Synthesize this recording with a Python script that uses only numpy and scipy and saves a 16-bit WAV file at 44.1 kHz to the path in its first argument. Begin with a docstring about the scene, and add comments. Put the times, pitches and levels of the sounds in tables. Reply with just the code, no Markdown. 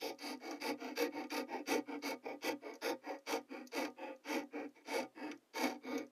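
"""Hand saw in cork and plywood

A hand coping saw cuts cork strip and plywood on a bench, in quick strokes that gradually slow.
Teeth jolt and tear off crumbs, hard on the cut and lightly on the return; this shakes board and frame.
The frame jars as strokes start, the blade ticks as some end, and now and then it snags in the kerf.
Around it lie a short room tail and faint air noise."""
import sys
import numpy as np
from scipy import signal
from scipy.fft import rfft, irfft
from scipy.io import wavfile

SR = 44100
rng = np.random.default_rng(int(sys.argv[2]) if len(sys.argv) > 2 else 0)


def put_to_file(sound):
    """Save the sound as 16-bit audio at rate SR, in the file named by the first command-line argument."""
    columns = np.atleast_2d(sound).T  # one column per channel
    safe = np.clip(columns, -1, 1)
    whole_steps = np.round(safe * 32767)
    wavfile.write(sys.argv[1], SR, whole_steps.astype(np.int16))


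N = 269430   # length in samples

# pitch ranges from thrum, knock, rasp, scrape to hiss: low f/Hz, high f/Hz, share of tooth jolts (0-1)
REGISTERS = [(40.4, 397, 0.44), (433, 896, 0.26), (1150, 2560, 0.22), (3320, 6550, 0.25), (8800, 14800, 0)]
# ringing tones (modes) of the plywood board: f/Hz, width/Hz, level/dB
BOARD_MODES = [(248.2, 10.8, 3.5), (289.1, 16.6, 3.5), (339.6, 39.5, -1.5), (388.4, 10.7, -5),
               (420.4, 27, -6), (472, 24, 0.5), (524.5, 13.1, 2), (550.6, 11.9, 1.5), (593, 18.3, -5),
               (681, 27, -6), (760, 17, -2.5), (812.3, 27.5, -7), (850, 26.5, -4.5), (916.7, 29, -3)]
# modes of the saw frame and blade: f/Hz, width/Hz, level/dB
SAW_MODES = [(1126, 55, -15), (1219, 13, -9.5), (1399, 66, -13.5), (1560, 55, -16), (1650, 69, -14.5),
             (1899, 32, -13.5), (1972, 28, -12), (2253, 73, -8.5), (2420, 70, -13), (2607, 89, -12),
             (3210, 157, -19.5), (3645, 170, -22.5), (4690, 192, -15.5), (5220, 345, -22),
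             (5805, 680, -24.5), (6440, 162, -23.5), (6570, 230, -28), (10400, 610, -36),
             (10800, 2100, -41), (12330, 1000, -41.5), (12900, 910, -39)]
# modes of the bench under the board: f/Hz, width/Hz, level/dB
BENCH_MODES = [(59.4, 10, -36), (126.4, 9.2, -22), (198.6, 11.3, -21.5)]
# extra modes of the unloaded blade, free to ring on the return: f/Hz, width/Hz, level/dB
FREE_BLADE_MODES = [(13640, 130, -27), (4840, 57, -14)]
# ring of the taut blade when it slips: f/Hz, width/Hz, level/dB
SLIP_MODES = [(3100, 170, -27), (4550, 420, 5), (5780, 590, 5.5), (6600, 170, 8), (10140, 640, -11),
              (13200, 610, -5)]
# the blade snags and slips free: t/s, push on blade/dB, push on frame/dB
SNAGS = [(0.189, -51, -56), (.51, -45, -34.5), (1.239, -76, -43), (1.303, -55, -35.5), (2.738, -52, -48),
         (2.754, -51, -69), (3.187, -63, -73), (3.671, -45, -64), (3.849, -54, -30.5), (4.999, -70, -29),
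         (5.314, -55, -33.5), (5.978, -40, -33.5)]
# colour of the still room air: f/Hz, relative level per Hz/dB
AIR_COLOUR = [(25, -7), (60, -12), (100, -25), (300, 14), (1000, 1.5), (3000, -5), (8000, -10.5),
              (14000, -13.5)]
# cutting strokes: start t/s, end t/s, lateness of top speed (1 = midway),
# force over the usual level/dB, boom of the board level/dB
CUTS = [(-0.002, .147, 0.65, -4, -0.59), (0.171, .378, .95, -6.5, 3.1), (0.596, .757, 0.7, -1.5, 0.95),
        (0.951, 1.096, 0.71, 1, -0.74), (1.291, 1.45, 0.83, -1, .5), (1.651, 1.814, 0.81, 2, 0.53),
        (2.009, 2.159, 0.99, -2.5, 1), (2.401, 2.545, 1.057, -0.5, 0.19), (2.806, 2.955, 0.74, -0.5, -1.7),
        (3.251, 3.408, .9, -2.5, -1.85), (3.709, 3.906, 0.72, -1, -0.039), (4.228, 4.442, .95, -1.5, 1),
        (4.836, 5.065, 1, -2, -1.94), (5.53, 5.783, 0.64, -1, 1)]
# return strokes: the same columns as the cuts
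RETURNS = [(0.385, .604, 0.82, -1.5, 1), (0.765, 0.957, 0.9, 0, 2), (1.096, 1.275, 1, 3, 1.5),
           (1.462, 1.631, 0.95, 3, 0.5), (1.846, 1.99, 1.054, 2, 3.5), (2.215, 2.367, .9, 1.5, -1),
           (2.605, 2.78, 0.7, -3.5, -1), (2.998, 3.187, 1.15, -0.5, -2.5), (3.475, 3.66, 0.77, -2, 3.5),
           (3.955, 4.161, .8, -3, -2), (4.494, 4.683, 1, 2, 2), (4.739, 4.846, 0.56, -20.5, 2),
           (5.135, 5.374, 0.86, -1, 3.5), (5.805, 6.064, 0.9, 4.5, 3)]
# how each register, thrum to hiss, follows the blade on the cut:
# usual level/dB, dB per dB of force, power of blade speed or load, swell over the stroke/dB
CUT_FEEL = [(-42.5, 1.5, 1.05, 2.5), (-39.5, 1, 1.38, -4.5), (-45, 0.7, 1.5, -3), (-47.5, 0.4, 1.64, -3.5),
            (-54, 0.8, 2.6, 1)]
# the same on the return
RETURN_FEEL = [(-51, 1, 1.02, -2.5), (-46, 1, 1.7, -9.5), (-54, 0.55, 1.57, 1.5), (-63.5, 0.37, 1.72, 3.5),
               (-77, 0.46, 1.9, 3)]
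# change in scrape and hiss on the cut: t/s, level/dB
CUT_TREBLE = [(.3, 0.5), (3.3, 0), (4.3, -3.5), (5.6, -1)]
# change in scrape and hiss on the return: t/s, level/dB
RETURN_TREBLE = [(.5, 6), (1.2, 3), (1.9, -3), (3.1, 0.5), (4.6, -7), (5.25, -0.5), (5.9, 3.5)]

AIR_DB = -75
TEETH_PER_STROKE = 48.0   # roughly: exact for a stroke fastest midway
LOAD_LAG = 1.14   # load on the board peaks later than the speed: ratio of the two latenesses
RASP_START_DB, RASP_BUILD_S = -7.5, 0.42   # the rasp starts weak and builds up over this time
SLIP_S = 0.0047   # decay time of a snag
# faint ticks near the end of a stroke: share of strokes, scatter either way, decay time
TICK_CHANCE, TICK_SCATTER_S, TICK_S = .4, 0.01, 0.0027
TICK_BLADE_DB, TICK_FRAME_DB = -63.5, -72   # push on each, before its ring is scaled
# the blade breaks loose: delay after the stroke starts, push at usual force, decay time
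BREAK_DELAY_S, BREAK_DB, BREAK_S = .016, -35, 0.023
BREAK_BAND_HZ = (2700, 2750)   # the part of the frame's ring that is kept
CUTOFF_HZ = 14400


def from_db(db):
    """Turn decibels into a gain."""
    return 10 ** (np.asarray(db) / 20)


def rms_one(x):
    """Scale to an average strength (rms) of 1."""
    return x / np.sqrt(np.mean(x ** 2) + 1e-20)


def butter(x, hz, kind, order):
    """Filter smoothly, using only past samples (Butterworth)."""
    sections = signal.butter(order, np.clip(hz, 10, .45 * SR), kind, fs=SR, output="sos")
    return signal.sosfilt(sections, x + 1e-18)


def drift(rate_hz):
    """Wander smoothly at random, below the given rate, with rms 1."""
    return rms_one(butter(rng.standard_normal(N), rate_hz, "low", order=2))


def resonate(x, modes):
    """Ring a set of modes side by side, with alternating signs; wider modes die away sooner."""
    out = 0
    for k, (hz, width, db) in enumerate(modes):
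        r = np.exp(-np.pi * width / SR)
        poles = [1, -2 * r * np.cos(2 * np.pi * hz / SR), r * r]
        gain = (-1) ** k * from_db(db) * (1 - r * r) / 2
        out = out + gain * signal.lfilter([1, 0, -1], poles, x + 1e-18)
    return out


def add(track, first, sound):
    """Mix a sound into a track from sample `first` on."""
    track[first:first + len(sound)] += sound[:N - first]


def air():
    """Faint steady room noise: random noise coloured by frequency."""
    hz, db = np.transpose(AIR_COLOUR)
    log_hz = np.log(np.fft.rfftfreq(N, 1 / SR) + 1)
    colour = from_db(np.interp(log_hz, np.log(hz), db))
    noise = irfft(rfft(rng.standard_normal(N)) * colour, N)
    return from_db(AIR_DB) * rms_one(noise)


def stroke_motion(start, end, lateness):
    """Samples of one stroke, its progress 0-1 and the blade speed, a half sine leaned early or late."""
    at = np.arange(max(int(start * SR), 0), min(int(end * SR), N))
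    progress = np.clip((at / SR - start) / (end - start), 0, 1)
    speed = np.abs(np.sin(np.pi * progress ** lateness))
    return at, progress, speed


def teeth(jitter, uneven_db, tear_share, crumbs_per_s, crumb_db, crumb_share):
    """Each tooth gives a jolt, then fading tearing noise; crumbs snap at random: (jolts, tearing), rms 1."""
    rate = np.full(N, 60.0)   # teeth per second, at least this many
    for start, end, lateness, *_ in CUTS + RETURNS:
        at, progress, speed = stroke_motion(start, end, lateness)
        stroke_rate = TEETH_PER_STROKE * np.pi / 2 * speed / (end - start)
        rate[at] = np.maximum(rate[at], stroke_rate)
    passed = np.cumsum(rate * np.exp(jitter * drift(150))) / SR   # teeth gone by so far
    tooth = passed.astype(int)
    bite = from_db(uneven_db * np.clip(rng.standard_normal(N), -2, 1.7))[tooth]
    jolts = np.diff(tooth, prepend=0) * bite / np.sqrt(rate)
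    tearing = rng.standard_normal(N) * bite * np.exp(-(passed % 1) / tear_share)
    crumb_sizes = rng.choice([-1, 1], N) * from_db(crumb_db * np.minimum(rng.exponential(1, N), 4))
    crumbs = (rng.random(N) < crumbs_per_s / SR) * crumb_sizes
    torn = rms_one(tearing) + crumb_share * rms_one(crumbs)
    return rms_one(jolts), rms_one(torn)


def stroke_levels(feel, treble, s, force_db, boom_db):
    """Level of each register in dB: all grow with the force of the arm; boom trades knock for thrum."""
    usual_db, force_share = np.transpose(feel)[:2]
    treble_db = np.interp(s, *np.transpose(treble))
    rasp_db = RASP_START_DB * max(1 - s / RASP_BUILD_S, 0)
    changes_db = np.array([boom_db, -boom_db, rasp_db, treble_db, treble_db])
    return usual_db + force_share * force_db + changes_db


def body_response(modes, vary_db, baffle_hz):
    """Answer of bench, board and saw to one jolt; each new contact point favours other modes."""
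    jolt = signal.unit_impulse(SR // 6)
    touched = [(hz, width, db + vary_db * np.clip(rng.standard_normal(), -1.6, 1.6))
               for hz, width, db in modes]
    # the thin board radiates little bass: air slips round its edges
    board_and_saw = butter(resonate(jolt, touched), baffle_hz, "high", order=6)
    return board_and_saw + resonate(jolt, BENCH_MODES)


def sawing(strokes, feel, treble, modes, tooth_force, grip_db, vary_db):
    """The tooth force, shaped by the speed and load of each stroke, shakes bench, board and saw."""
    jolts, tearing = tooth_force
    grip = from_db(grip_db * drift(38.6))   # the cork grips unevenly
    out = np.zeros(N)
    for start, end, lateness, force_db, boom_db in strokes:
        at, progress, speed = stroke_motion(start, end, lateness)
        load = stroke_motion(start, end, lateness * LOAD_LAG)[2]
        levels_db = stroke_levels(feel, treble, (start + end) / 2, force_db, boom_db)
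        body = body_response(modes, vary_db, baffle_hz=227.0)
        # the frame speaks as soon as the blade moves; the board thrums and knocks as the teeth dig in
        drives = [load, load, speed, speed, speed]
        for register, register_feel, level_db, drive in zip(REGISTERS, feel, levels_db, drives):
            low_hz, high_hz, jolt_share = register
            *_, power, swell_db = register_feel
            swelling = from_db(level_db + swell_db * (progress - .5))
            force = swelling * drive ** power * grip[at]
            jolt_share = np.clip(jolt_share, 0, 1)
            grain = np.sqrt(jolt_share) * jolts[at] + np.sqrt(1 - jolt_share) * tearing[at]
            body_band = butter(body, [low_hz, high_hz], "band", order=3)
            sound = signal.fftconvolve(force * grain, body_band)
            # give the sound the same total energy as the force curve
            add(out, at[0], sound * np.linalg.norm(force) / np.linalg.norm(sound))
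    return out


def breakaways():
    """Static friction gives way just after each stroke starts; a noise burst rings a narrow frame band."""
    t, slips = np.arange(SR // 10) / SR, np.zeros(N)
    for start, _, _, force_db, _ in CUTS + RETURNS:
        slip = rng.standard_normal(len(t)) * np.exp(-t / BREAK_S)
        first = max(int((start + BREAK_DELAY_S) * SR), 0)
        add(slips, first, from_db(BREAK_DB + force_db) * slip)
    return butter(resonate(slips, SAW_MODES), BREAK_BAND_HZ, "band", order=2)


def turning_ticks():
    """Some strokes end in a faint slip as the blade turns: rows of t/s, blade/dB, frame/dB, decay/s."""
    ends = [end for _, end, *_ in CUTS + RETURNS]
    ticks = []
    for end, (luck, when) in zip(ends, rng.random((len(ends), 2))):
        if luck < TICK_CHANCE:
            s = min(end + TICK_SCATTER_S * (2 * when - 1), (N - 1) / SR)
            ticks.append((s, TICK_BLADE_DB, TICK_FRAME_DB, TICK_S))
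    return ticks


def snags(blade_ring_db, frame_ring_db):
    """Each snag or turning tick is a tiny burst of friction that rings the blade and jars the frame."""
    t, blade, frame = np.arange(SR // 20) / SR, np.zeros(N), np.zeros(N)
    slips = [(*snag, SLIP_S) for snag in SNAGS] + turning_ticks()
    for s, blade_db, frame_db, decay_s in slips:
        slip = rng.standard_normal(len(t)) * np.exp(-t / decay_s)
        add(blade, int(s * SR), from_db(blade_db) * slip)
        add(frame, int(s * SR), from_db(frame_db) * slip)
    blade_ring = from_db(blade_ring_db) * resonate(blade, SLIP_MODES)
    frame_ring = from_db(frame_ring_db) * resonate(frame, SAW_MODES)
    return blade_ring + frame_ring


def workshop(x, wet_db, t60, wall_hz):
    """Add a short diffuse tail, duller than the direct sound, that falls 60 dB in t60 seconds."""
    t = np.arange(SR // 2) / SR
    tail = rng.standard_normal(len(t)) * from_db(-60 * t / t60) * (t > .004)
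    tail = butter(tail, wall_hz, "low", order=1)
    return x + from_db(wet_db) * signal.fftconvolve(x, tail / np.linalg.norm(tail))[:N]


def scene():
    """Cuts, returns, breakaways and snags in the workshop, over the room air."""
    biting = teeth(jitter=.16, uneven_db=1.5, tear_share=1.0,
                   crumbs_per_s=900, crumb_db=2.5, crumb_share=0.58)
    sliding = teeth(jitter=.08, uneven_db=1.4, tear_share=0.67,
                    crumbs_per_s=550, crumb_db=2.5, crumb_share=0.8)
    cut_modes = BOARD_MODES + SAW_MODES
    return_modes = cut_modes + FREE_BLADE_MODES
    cuts = sawing(CUTS, CUT_FEEL, CUT_TREBLE, cut_modes, biting, grip_db=1.55, vary_db=2.0)
    returns = sawing(RETURNS, RETURN_FEEL, RETURN_TREBLE, return_modes, sliding, grip_db=1.28, vary_db=4.0)
    saw = cuts + returns + breakaways() + snags(blade_ring_db=3.0, frame_ring_db=17)
    room = workshop(saw, wet_db=-15.5, t60=0.1, wall_hz=3800)
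    return (room + air())[None]


def record(dry):
    """Cut the top steeply above the cutoff frequency."""
    steep = signal.ellip(10, .2, 70, CUTOFF_HZ, fs=SR, output="sos")
    return signal.sosfilt(steep, dry)


dry = scene()
out = record(dry)
put_to_file(out)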